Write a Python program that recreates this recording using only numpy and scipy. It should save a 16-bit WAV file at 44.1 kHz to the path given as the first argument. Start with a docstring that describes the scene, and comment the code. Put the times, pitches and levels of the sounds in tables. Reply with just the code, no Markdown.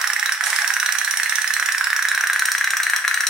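"""A flame-heated toy steam boat putters round a steel bowl of water in a small room.
From the start, about 16 times a second, the boiler's tin diaphragm pops out with a hollow note and
snaps back with a bright tick; bowl and room echo each click. At 0.35 s it stalls for a beat, then water
spits, sizzles and gurgles until 0.8 s. From 1.5 s the boat drifts from the right to left of centre.
Near 3 s it stalls once more and picks up again."""
import sys
import numpy as np
from scipy import signal
from scipy.fft import rfft, irfft, next_fast_len
from scipy.io import wavfile
from scipy.ndimage import uniform_filter1d, minimum_filter1d

SR = 44100
rng = np.random.default_rng(int(sys.argv[2]) if len(sys.argv) > 2 else 0)


def store_pcm(level_fs):
    """Save levels as 16-bit WAV."""
    pcm = np.round(np.clip(level_fs, -1, 1) * 32767).astype(np.int16)
    wavfile.write(sys.argv[1], SR, np.atleast_2d(pcm).T)


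N = 145089
CLICK = 2048  # samples per click


def amp(db):
    """Decibels to gain."""
    return 10 ** (np.asarray(db) / 20)


def unit(x):
    """Scale to rms 1."""
    return x / np.sqrt(np.mean(np.abs(x) ** 2) + 1e-20)


def along(points, hz):
    """Read a curve on a log frequency axis."""
    f, v = np.transpose(points)
    return np.interp(np.log(hz + 1), np.log(f + 1), v)


def at_time(points, s):
    """Read an automation curve at time s."""
    return np.interp(s, *np.transpose(points))


def sides(db):
    """Pan gains for a left-minus-right level difference."""
    g = amp(np.array([[db], [-db]]) / 2)
    return g / np.sqrt(np.mean(g ** 2))


def delay(hz, s):
    """Frequency response of a delay of s seconds."""
    return np.exp(-2j * np.pi * hz * s)


def filtered(x, response):
    """EQ x with a function of frequency."""
    n = x.shape[-1]
    m = next_fast_len(n + 8192)
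    return irfft(rfft(x, m) * response(np.fft.rfftfreq(m, 1 / SR)), m)[..., :n]


def causal(gain):
    """Minimum-phase spectrum of this shape, rms 1: it rings only after the hit."""
    cepstrum = irfft(np.log(np.maximum(gain, 1e-6)))
    cepstrum[1:CLICK // 2] *= 2
    cepstrum[CLICK // 2 + 1:] = 0
    return unit(np.abs(gain)) * np.exp(1j * rfft(cepstrum).imag)


def add(out, s, x):
    """Mix x in at time s."""
    i = int(round(s * SR))
    x = x[:, max(-i, 0):max(N - i, 0)]
    out[:, max(i, 0):max(i, 0) + x.shape[1]] += x


def diffuse(pair, colour):
    """Two unrelated noises become a coloured stereo field, narrow in the bass and wide on top."""
    likeness = [(300, 0.97), (800, .6), (1600, .55), (3000, .25), (8000, 0.069)]  # the room's stereo image: f/Hz, left-right correlation

    def mid_side_eq(hz):
        width = np.arccos(np.clip(along(likeness, hz), -1, 1)) / 2
        return amp(along(colour, hz)) * [np.cos(width), np.sin(width)]

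    mid, side = filtered(pair, mid_side_eq)
    return np.array([mid + side, mid - side])


def room_tone():
    """The room's steady hiss over a faint, uneven rumble."""
    hiss_eq = [(25, -45), (150, -30), (300, -16), (800, -11.5), (1700, 3), (3000, 2.5), (8000, 2),
               (15000, -18)]  # hiss colour: f/Hz, level/dB
    rumble_eq = [(25, 0), (140, -2), (1000, -60)]  # rumble colour: f/Hz, level/dB
    drift = uniform_filter1d(rng.standard_normal(N), size=1500, mode='wrap')
    swing_db = 4 * unit(uniform_filter1d(drift, size=1500, mode='wrap'))
    noise = rng.standard_normal((2, N)) + rng.standard_normal(N)
    rumble = filtered(noise, lambda hz: amp(along(rumble_eq, hz))) * amp(swing_db)
    hiss = diffuse(rng.standard_normal((2, N)), hiss_eq)
    return amp(-42) * unit(hiss) + amp(-85) * unit(rumble)


def opening_tail(t60_s=.6):
    """The echo of earlier puttering dies away."""
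    tail_eq = [(200, -48), (1200, -2), (1700, 0), (3000, -14), (15000, -23)]  # echo colour: f/Hz, level/dB
    wash = unit(diffuse(rng.standard_normal((2, N)), tail_eq))
    return wash * amp(-26 - 60 * np.arange(N) / SR / t60_s)


def bowl_hum(mode_hz=830, width_hz=16, fade_db_per_s=8):
    """The bowl's low mode rings faintly and fades as the boat moves on."""
    ring = filtered(rng.standard_normal(N), lambda hz: 1 / (1 + 1j * (hz - mode_hz) / width_hz) ** 2)
    return unit(ring) * amp(-47 - fade_db_per_s * np.arange(N) / SR)


def gurgle(count=16, span_s=(.38, .72), centre_hz=930, spread=.22, t60_s=.14):
    """Steam bubbles ring in the water during the sizzle."""
    out, t = np.zeros((2, N)), np.arange(2 * CLICK) / SR
    onsets = rng.uniform(*span_s, count)
    pitches = centre_hz * np.exp(spread * rng.standard_normal(count))
    envelope = (1 - np.exp(-t / .003)) * amp(-35 - 60 * t / t60_s)
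    for s, hz in zip(onsets, pitches):
        add(out, s, (np.sin(2 * np.pi * hz * t) * envelope)[None])
    return out


def sizzle(grain=.8, spit_s=.4605, spit_t60_s=.05, low_cut_hz=4000):
    """Water hits the hot tin with a bright spit and sizzles for a moment."""
    swell = [(.41, -44), (.462, -26), (.52, -26), (.6, -30), (.7, -37), (.8, -54)]  # sizzle envelope: t/s, level/dB
    fizz_eq = [(60, -56), (200, -31), (450, -13), (950, 1), (2800, -1), (9500, 1.5), (12000, -7),
               (16000, -23)]  # sizzle colour: f/Hz, level/dB
    t = np.arange(N) / SR
    level_db = np.interp(t, *np.transpose(swell), left=-120, right=-120)
    grains = rng.standard_normal((2, N)) * np.exp(grain * rng.standard_normal(N))
    fizz = unit(diffuse(grains, fizz_eq))
    burst = fizz * amp(-20 - 60 * np.abs(t - spit_s) / spit_t60_s) * (t > spit_s)
    spit = filtered(burst, lambda hz: hz ** 2 / (hz ** 2 + low_cut_hz ** 2))
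    return (fizz * amp(level_db) + spit) * sides(db=-3)


def room_reverb(x, onset_s=.007, hop=8192):
    """A stereo tail whose treble dies first; its pattern changes every hop samples as the boat moves."""
    decay = [(1700, .46), (6000, .38), (15000, .3)]  # reverb time: f/Hz, t60/s
    reverb_eq = [(200, -3.5), (900, 0), (1700, -4), (3000, -.5), (6000, -4), (10000, -2), (15000, -4.5)]  # reverb colour: f/Hz, level/dB
    out = np.zeros((2, N))
    x = np.pad(x, ((0, 0), (hop, 2 * hop)))
    window = signal.windows.cosine(2 * hop)
    hz, t, noise = signal.stft(rng.standard_normal((N // hop + 2, 2, SR // 3)), SR, nperseg=256)
    fade = amp(-60 * t / along(decay, hz)[:, None]) * (1 - np.exp(-t / onset_s))
    tails = signal.istft(noise * fade, SR, nperseg=256)[1]
    for k, tail in enumerate(tails):
        part = x[:, k * hop:][:, :2 * hop] * window
        wet = signal.fftconvolve(part, tail / np.linalg.norm(tail[0]), axes=1)
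        add(out, (k - 1) * hop / SR, wet)
    return diffuse(out, reverb_eq)


def bowl_echoes(hz, scatter_s=.00014, ear_scatter_s=.00007):
    """The direct sound plus short echoes off the steel wall, shifting as the boat moves."""
    echoes = [(.0037, .33), (.0047, .15), (.0064, .11), (.0106, .17)]  # wall reflections: delay/s, gain
    response = 1
    for s, gain in echoes:
        arrival_s = s + scatter_s * rng.normal() + ear_scatter_s * rng.standard_normal((2, 1))
        response = response + gain * delay(hz, arrival_s)
    return response


def rattle(hz, length_s=.0065, fade_db=4, grain=.45):
    """The tin crinkles for a few milliseconds as it flips."""
    crinkle_eq = [(80, -66), (300, -42), (900, -17), (2400, -5), (3200, -9), (4800, -10.5), (7200, -10),
                  (10300, -8), (12300, -13.5), (15300, -12)]  # broadband colour of the tin: f/Hz, level/dB
    progress = np.arange(CLICK) / SR / length_s
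    grains = rng.standard_normal(CLICK) * np.exp(grain * rng.standard_normal(CLICK))
    envelope = amp(-fade_db * progress) / (1 + progress ** 8)
    return unit(causal(amp(along(crinkle_eq, hz))) * rfft(grains * envelope))


def tin_ring(hz, s, scatter_db=3.5, detune=.016, low_cut_hz=1500):
    """The tin's short, bright modes, struck at time s."""
    modes = [(4000, -3.5, .011), (5400, -3.5, .009), (5805, 0, .013), (6650, -15, .025), (8220, -12, .02),
             (8660, -10, .02), (10300, -16, .012)]  # tin modes: f/Hz, level/dB, t60/s
    bend = [(0, .975), (.6, .975), (.75, 1.005), (1.72, .995), (1.9, .89), (1.96, 1)]  # pitch sags and recovers with boiler pressure: t/s, ratio
    low_lift = [(2.6, -1.5), (3.1, 3)]  # the lowest mode carries best from the stern: t/s, level/dB
    t = np.arange(CLICK) / SR
    ring = np.zeros(CLICK)
    for k, (mode_hz, db, t60) in enumerate(modes):
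        level_db = db + at_time(low_lift, s) * (k == 0) + scatter_db * rng.normal()
        pitch_hz = mode_hz * at_time(bend, s) * (1 + detune * rng.normal())
        phase = 2 * np.pi * pitch_hz * t + rng.uniform(0, 2 * np.pi)
        ring += amp(level_db - 60 * t / t60) * np.sin(phase)
    attack = 1 - np.exp(-t / .0007)
    low_cut = (1j * hz / (1j * hz + low_cut_hz)) ** 2
    return unit(rfft(ring * attack) * low_cut)


def hollow_note(hz, s, lead_s, flex_db, ring_db, pitch=1, half_width_hz=85, scatter_db=4.5):
    """The diaphragm gives a little, then flips and its main mode rings on, differently each time."""
    body_eq = [(100, -63), (250, -49), (500, -35.5), (740, -22.5), (900, -22.5), (1100, -12.5),
               (1300, -8.5), (1500, -2), (1710, 0), (1950, -.5), (2200, -8), (2500, -11), (3000, -20),
               (5000, -36), (15000, -52)]  # the diaphragm's hollow body: f/Hz, level/dB
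    tuning = [(.1, 1800), (.42, 1660), (.95, 1610), (1.25, 1760), (2.1, 1660), (3.2, 1730)]  # its main mode drifts with the heat: t/s, f/Hz
    shifted_hz = hz * np.exp(.03 * rng.normal())
    body = amp(along(body_eq, shifted_hz / pitch))
    detune = (shifted_hz - at_time(tuning, s)) / half_width_hz
    mode = amp(ring_db + scatter_db * rng.normal()) / (1 + 1j * detune)
    flex = causal(body * np.abs(mode)) * delay(hz, -lead_s + .001 * rng.normal())
    return causal(body * np.abs(1 + mode)) + amp(flex_db) * flex


def pops(hz):
    """The diaphragm pops out, mostly hollow note: a (time, spectrum) pair for each pop."""
    hits = [(0.042, -12), (0.1011, -13.5), (0.1637, -14), (0.2278, -13.5), (0.2932, -13.5), (0.409, -13),
            (0.4684, -15), (0.5297, -12), (0.5878, -11.5), (0.6451, -13), (0.704, -12), (0.7666, -13.5),
            (0.8291, -13), (0.8898, -13), (0.9526, -14.5), (1.015, -14.5), (1.077, -14), (1.1387, -14),
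            (1.1989, -13), (1.2601, -14.5), (1.3241, -13.5), (1.3844, -13.5), (1.4439, -14),
            (1.5061, -13.5), (1.566, -14), (1.6263, -12.5), (1.6881, -12), (1.7478, -14), (1.8105, -13),
            (1.8706, -13), (1.9301, -11), (1.9921, -13), (2.0522, -12), (2.1154, -12.5), (2.1769, -12),
            (2.2381, -12), (2.299, -11.5), (2.3607, -12), (2.422, -12), (2.4858, -13), (2.5502, -12.5),
            (2.611, -11.5), (2.6745, -12.5), (2.7351, -12.5), (2.8011, -12), (2.8673, -11.5), (2.9349, -11),
            (3.0496, -13), (3.1122, -13.0), (3.1749, -13.7), (3.2366, -14.5)]  # outward flips: t/s, relative level/dB
    trembles = [(.3464, -22), (.378, -27), (2.9866, -22), (3.0195, -24), (3.043, -20)]  # it only trembles in the stalls: t/s, relative level/dB
    rattle_lift = [(1.6, 10), (2.5, 5.5)]  # less rattle as the boat comes round: t/s, level/dB
    for s, db in [*hits, *trembles]:
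        hollow = amp(21.7) * hollow_note(hz, s, lead_s=.0055, flex_db=-13, ring_db=.5)
        bright = amp(at_time(rattle_lift, s)) * rattle(hz) + amp(-1) * tin_ring(hz, s)
        yield s, amp(db) * (hollow + bright)


def snaps(hz):
    """The diaphragm snaps back with a bright, tinny tick: a (time, spectrum) pair for each snap."""
    hits = [(0.0137, -21, -18.5), (0.0736, -19, -23), (0.1331, -19.5, -22), (0.1955, -21, -20.5),
            (0.259, -19.5, -18.5), (0.3217, -18.5, -17.5), (0.4381, -19.5, -23), (0.5023, -22, -22.5),
            (0.562, -19.5, -23), (0.6189, -20.5, -20.5), (0.6765, -18, -24), (0.7374, -18.5, -21.5),
            (0.7993, -18, -21), (0.8606, -18.5, -17.5), (0.9228, -17.5, -21), (0.985, -17.5, -22),
            (1.0467, -19.5, -21), (1.1095, -16.5, -27), (1.1716, -17.5, -26), (1.232, -18.5, -18.5),
            (1.2947, -18, -23), (1.3553, -17.5, -33), (1.4173, -20, -23), (1.476, -21, -19.5),
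            (1.5372, -17, -26.3), (1.5976, -21, -17), (1.6594, -19.5, -21.7), (1.7209, -20.5, -21),
            (1.781, -20.5, -17.5), (1.8423, -20, -21), (1.9027, -24, -17), (1.9633, -20, -17.5),
            (2.0246, -22, -18), (2.0854, -20, -19), (2.1478, -22.5, -16.5), (2.209, -21.5, -17),
            (2.271, -22.3, -18.8), (2.332, -20, -17.5), (2.3936, -18.5, -18), (2.4548, -17.5, -20),
            (2.5176, -17.9, -18), (2.5808, -21.5, -23), (2.643, -21.5, -14), (2.705, -19.7, -21),
            (2.7684, -19.5, -16.7), (2.832, -18.5, -26), (2.8976, -21.5, -16), (2.9618, -18.5, -21.5),
            (3.0787, -18.5, -11.5), (3.1427, -19.0, -17.7), (3.2062, -19, -14.5), (3.2681, -14, -23)]  # return flips, relative levels: t/s, tick/dB, hollow note/dB
    body_pitch = [(.15, .83), (.8, .95)]  # a snap's body pitch over a pop's: t/s, ratio
    for s, tick_db, note_db in hits:
        hollow = hollow_note(hz, s, lead_s=.002404, flex_db=-8.5, ring_db=4, pitch=at_time(body_pitch, s))
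        bright = amp(21.5) * rattle(hz) + amp(22.3) * tin_ring(hz, s)
        yield s, amp(note_db + 21.4) * hollow + amp(tick_db) * bright


def boiler(lag_s_per_db=7e-6):
    """The putter: every flip of the diaphragm, panned with the boat and echoed by bowl and room."""
    path = [(0, -5), (1.5, -6), (2.1, -3), (2.5, 0.5), (3.1, 3)]  # the boat's place: t/s, left minus right/dB
    near, send = np.zeros((2, N)), np.zeros((1, N))
    hz = np.fft.rfftfreq(CLICK, 1 / SR)
    preroll_s = CLICK / SR / 4  # space for the flex ahead of each click
    for s, spectrum in [*pops(hz), *snaps(hz)]:
        click = spectrum * delay(hz, preroll_s)
        pan_db = at_time(path, s)
        lag = delay(hz, lag_s_per_db * pan_db * np.array([[-.5], [.5]]))  # the nearer side leads
        add(near, s - preroll_s, irfft(click * sides(pan_db) * bowl_echoes(hz) * lag))
        add(send, s - preroll_s, irfft(click)[None])
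    return near + room_reverb(send)


def scene():
    """Boat, water, bowl and room."""
    return boiler() + opening_tail() + sizzle() + gurgle() + bowl_hum() + room_tone()


def record(dry, top_hz=15850, ceiling=.88):
    """The right microphone is brighter; the very top is cut and a fast limiter holds the peaks."""
    balance = [(300, 0), (4500, -.3), (9000, -3.8)]  # microphone tilt: f/Hz, left minus right/dB
    heard = filtered(dry, lambda hz: amp(along(balance, hz) * np.array([[.5], [-.5]])) * (hz < top_hz))
    needed_gain = ceiling / np.maximum(np.abs(heard).max(axis=0), ceiling)
    held_gain = minimum_filter1d(needed_gain, size=161)
    return heard * uniform_filter1d(uniform_filter1d(held_gain, size=81), size=81)


dry = scene()
out = record(dry)
store_pcm(out)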